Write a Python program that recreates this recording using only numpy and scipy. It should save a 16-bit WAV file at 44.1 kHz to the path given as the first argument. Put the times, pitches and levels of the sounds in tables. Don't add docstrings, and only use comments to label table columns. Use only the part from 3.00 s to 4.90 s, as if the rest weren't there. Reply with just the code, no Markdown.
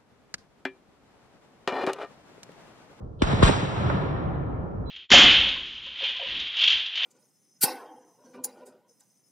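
import sys
import numpy as np
from scipy import signal
from scipy.fft import rfft, irfft, next_fast_len
from scipy.io import wavfile
from scipy.ndimage import uniform_filter1d

SR = 44100
rng = np.random.default_rng(int(sys.argv[2]) if len(sys.argv) > 2 else 0)


def materialize(psi):
    bounded = np.clip(np.atleast_2d(psi).T, -1, 1)
    quanta = np.round(bounded * 32767).astype(np.int16)
    wavfile.write(sys.argv[1], SR, quanta)


def invert_db(level):
    return 10 ** (np.asarray(level, dtype=float) / 20)


N = 83790


def rms_one(x):
    return x / np.sqrt(np.mean(x ** 2) + 1e-20)


def at_hz(points, hz):
    table_hz, value = np.transpose(points)
    return np.interp(np.log(hz), np.log(table_hz), value)


def drift(rate_hz):
    r = np.exp(-80 * np.pi * rate_hz / SR)
    slow = signal.lfilter([1], [1, -2 * r, r * r], rng.standard_normal(N // 40 + 2002))[2000:]
    return np.interp(np.arange(N) / 40, np.arange(len(slow)), rms_one(slow))


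def pan(x, left_right_db):
    return x * invert_db([[left_right_db / 2], [-left_right_db / 2]])


def band(x, low_hz, high_hz, order=3):
    return signal.sosfilt(signal.butter(order, [low_hz, high_hz], "band", fs=SR, output="sos"), x)


def pulse(start_s, length_s):
    age = (np.arange(N) / SR - start_s) / length_s
    return np.where(age >= 0, (1 - .2 * age) * np.exp(-np.clip(age, 0, 50)), 0)


def roll():
    # time in seconds, level in dB.
    strength = [(0.0, -56.5), (0.174, -65), (0.206, -59.5), (0.222, -28.5), (0.254, -33.5), (0.322, -30),
                (0.38, -33.5), (0.418, -30), (0.428, -19.5), (0.464, -23), (0.48, -21), (0.512, -29),
                (0.682, -36), (0.888, -33), (0.904, -32), (0.91, -33), (1.878, -50.5), (1.9, -48.5)]
    # frequency in Hz, level in dB.
    fresh = [(25, -17), (120, 2.5), (230, -8.5), (1300, -13), (2200, -23), (3800, -21.5), (5500, -28),
             (9600, -33.5)]
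    # frequency in Hz, loss in dB per second.
    ageing = [(30, -21), (120, -9.5), (400, -8.5), (1200, -1), (3000, 11.5), (6000, 25), (9000, 33.5)]
    # start in seconds, brightness in dB per octave.
    fresh_at = [
        (-1.41, -0.56),
        (.2180, -1.1),
        (.4260, 0.46),
    ]
    # frequency in Hz, share from 0 to 1.
    likeness = [(60, 1), (130, 0.77), (300, 0.21), (1000, 0.18), (2500, 0.29), (4200, 0.1)]
    # frequency in Hz, left-right in dB.
    lean = [(30, -5.5), (100, 0), (500, -0.5), (1200, -2), (2200, 10), (4000, -9), (5000, 2.2)]
    # frequency in Hz, missing level in dB.
    hole = [(40, 41), (200, 29), (1000, 1.7), (3000, .3), (8000, 2)]
    hole_s, bends_per_s = 0.012, 0.4
    crackle_db, crackle_s, own_db = 2.5, 0.079, 0.83
    treble_knee_s, treble_fall_db_per_s = 0.85, 39.5
    mono_above_hz = 4500

    t = np.arange(N) / SR
    born, tilt = np.transpose(fresh_at)
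    last = np.searchsorted(born, t, side="right") - 1
    age = t - born[last]
    old = np.clip(age - treble_knee_s, 0, None)
    crackle = crackle_db * np.exp(-age / crackle_s) * drift(150)
    edges = 22 * 2 ** np.arange(0, 9.3, 1 / 2.5)
    white = rng.standard_normal((2, 2, N + 8000))
    both, apart = 0, 0
    for k, (low, high) in enumerate(zip(edges, edges[1:])):
        mid, side = band(white[k % 2], low, high, 4)[:, 8000:]
        hz = np.sqrt(low * high)
        alike = np.clip(at_hz(likeness, hz), 0, 1)
        db = at_hz(fresh, hz) + tilt[last] * np.log2(hz / 1000)
        db = db - at_hz(ageing, hz) * age * (1 + (hz > 1500) * bends_per_s * age)
        db = db - at_hz(hole, hz) * np.exp(-age / hole_s)
        db = db - (hz > 4000) * treble_fall_db_per_s * old
        db = uniform_filter1d(db, size=int(2 * SR / hz))
        gain = pan(invert_db(db + own_db * drift(29) + (hz > 400) * crackle), at_hz(lean, hz))
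        both = both + gain * np.sqrt(1 + alike) * mid
        apart = apart + gain * np.sqrt(1 - alike) * side
    apart = signal.sosfilt(signal.cheby2(8, 50, mono_above_hz * 1.15, fs=SR, output="sos"), apart)
    return invert_db(np.interp(t, *np.transpose(strength)) + 23) * (both + apart * [[1], [-1]])


def hiss():
    return invert_db(-81.5) * rms_one(band(rng.standard_normal((2, N)), 1800, 6560))


def smears():
    # start in seconds, end in seconds, centre in Hz, width in Hz, level in dB, left-right in dB.
    swells = [
        (0.189, 0.22, 3540, 1360, -52, -4.5),
        (1.854, 1.934, 3450, 150, -70, -16),
    ]
    t, out = np.arange(N) / SR, 0
    for start_s, end_s, hz, width_hz, db, left_right_db in swells:
        noise = rms_one(band(rng.standard_normal(N), hz - width_hz / 2, hz + width_hz / 2))
        swell = np.clip((t - start_s) / (end_s - start_s), 0, 1) ** .6 * (t < end_s)
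        out = out + pan(invert_db(db) * noise * swell, left_right_db)
    return out


def blasts():
    # start in seconds, level in dB, pulse length in seconds, bounce delay in seconds, left-right in dB.
    shots = [
        (.2182, 2.5, .0011, .0034, -1.0),
        (.4258, 8, .0015, .0018, 1.5),
    ]
    right_late_s, water_share, cut_hz = .0011, .4, 1000
    out = 1e-18
    for start_s, db, length_s, bounce_s, left_right_db in shots:
        ports = []
        for at_s in (start_s, start_s + right_late_s):
            ports.append(pulse(at_s, length_s) + water_share * pulse(at_s + bounce_s, length_s))
        out = out + pan(invert_db(db) * np.array(ports), left_right_db)
    return signal.sosfilt(signal.butter(3, cut_hz, fs=SR, output="sos"), out)


def echoes():
    # start in seconds, level in dB, top in Hz, decay time in seconds, left-right in dB.
    clumps = [(.2186, -22.5, 4600, .004, -1), (.2187, -35, 8000, .003, 1), (.300, -30, 1500, .03, -.5),
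              (0.239, -25, 1520, .003, -6.5), (.336, -27.5, 395, 0.018, 0), (.476, -28.5, 2450, .006, 1),
              (.492, -22.5, 853, 0.0023, -22), (.630, -27, 650, 0.028, 2), (0.801, -27, 241, 0.034, -2),
              (0.897, -22, 1480, 0.0055, -10.5), (0.949, -31, 900, 0.0039, -1.5)]
    t, out = np.arange(N) / SR, 0
    for start_s, db, top_hz, decay_s, left_right_db in clumps:
        noise = rng.standard_normal((3, N))
        decay = (t >= start_s) * np.exp(-np.clip(t - start_s, 0, 1) / decay_s)
        scatter = (noise[0] + 0.43 * noise[1:]) * decay
        back = band(scatter + 1e-18, top_hz * 0.3, top_hz)
        out = out + pan(invert_db(db + 5.5) * back / np.max(np.abs(back)), left_right_db)
    return out


def thumps():
    # start in seconds, peak level in dB, lowest Hz, highest Hz.
    tree_lines = [
        (.329, -11.5, 90, 257),
        (.625, -17.5, 70, 300),
        (0.852, -16.5, 90, 220),
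        (.940, -15, 100, 198),
    ]
    out = 0
    for start_s, db, low_hz, high_hz in tree_lines:
        back = band(pulse(start_s, 0.0013) + 1e-18, low_hz, high_hz, 2)
        out = out + invert_db(db) * back / np.max(np.abs(back))
    return out


def whine():
    # start in seconds, frequency in Hz, level in dB, left-right in dB.
    line = (1.850, 4008, -49, -14)
    start_s, hz, db, left_right_db = line
    t = np.arange(N) / SR - start_s
    fade = np.clip(t / .05, 0, 1) ** 1.3
    return pan(invert_db(db) * fade * np.sin(2 * np.pi * hz * t), left_right_db)


def scene():
    return roll() + hiss() + smears() + blasts() + echoes() + thumps() + whine()


def top_cut(x):
    return signal.sosfilt(signal.butter(12, 9830, fs=SR, output="sos"), x)


def record(dry):
    left_lag_s = 16.3 / 44100
    sweep_cycles, sweep_floor_hz, sweep_turn = 1.25, 5, -.12
    weak_share, sum_top_hz, cutoff_hz = .22, 9050, 9600

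    size = next_fast_len(N + SR)
    hz = np.arange(size // 2 + 1) * SR / size
    turns = sweep_cycles * np.log(1 + hz / sweep_floor_hz) + sweep_turn + np.outer([left_lag_s, 0], hz)
    low_cut = hz ** 2 / (hz ** 2 + 28 ** 2)
    x = irfft(rfft(dry, size) * np.exp(-2j * np.pi * turns) * low_cut, size)
    left, right = rfft(1.6 * np.tanh(x / 1.6))

    def keep(share):
        return np.clip((np.abs(share) - weak_share) * 20, .02, 1) ** (hz > 5000)

    lag_angle = np.pi * hz * left_lag_s
    mid = (left + right) * keep(np.cos(lag_angle)) * np.where(hz > sum_top_hz, .05, 1)
    side = (left - right) * keep(np.sin(lag_angle))
    x = irfft(np.array([mid + side, mid - side]) / 2, size)[:, :N]
    x = signal.sosfilt(signal.ellip(10, .5, 70, cutoff_hz, fs=SR, output="sos"), x)
    return top_cut(x)


dry = scene()
out = record(dry)
materialize(out)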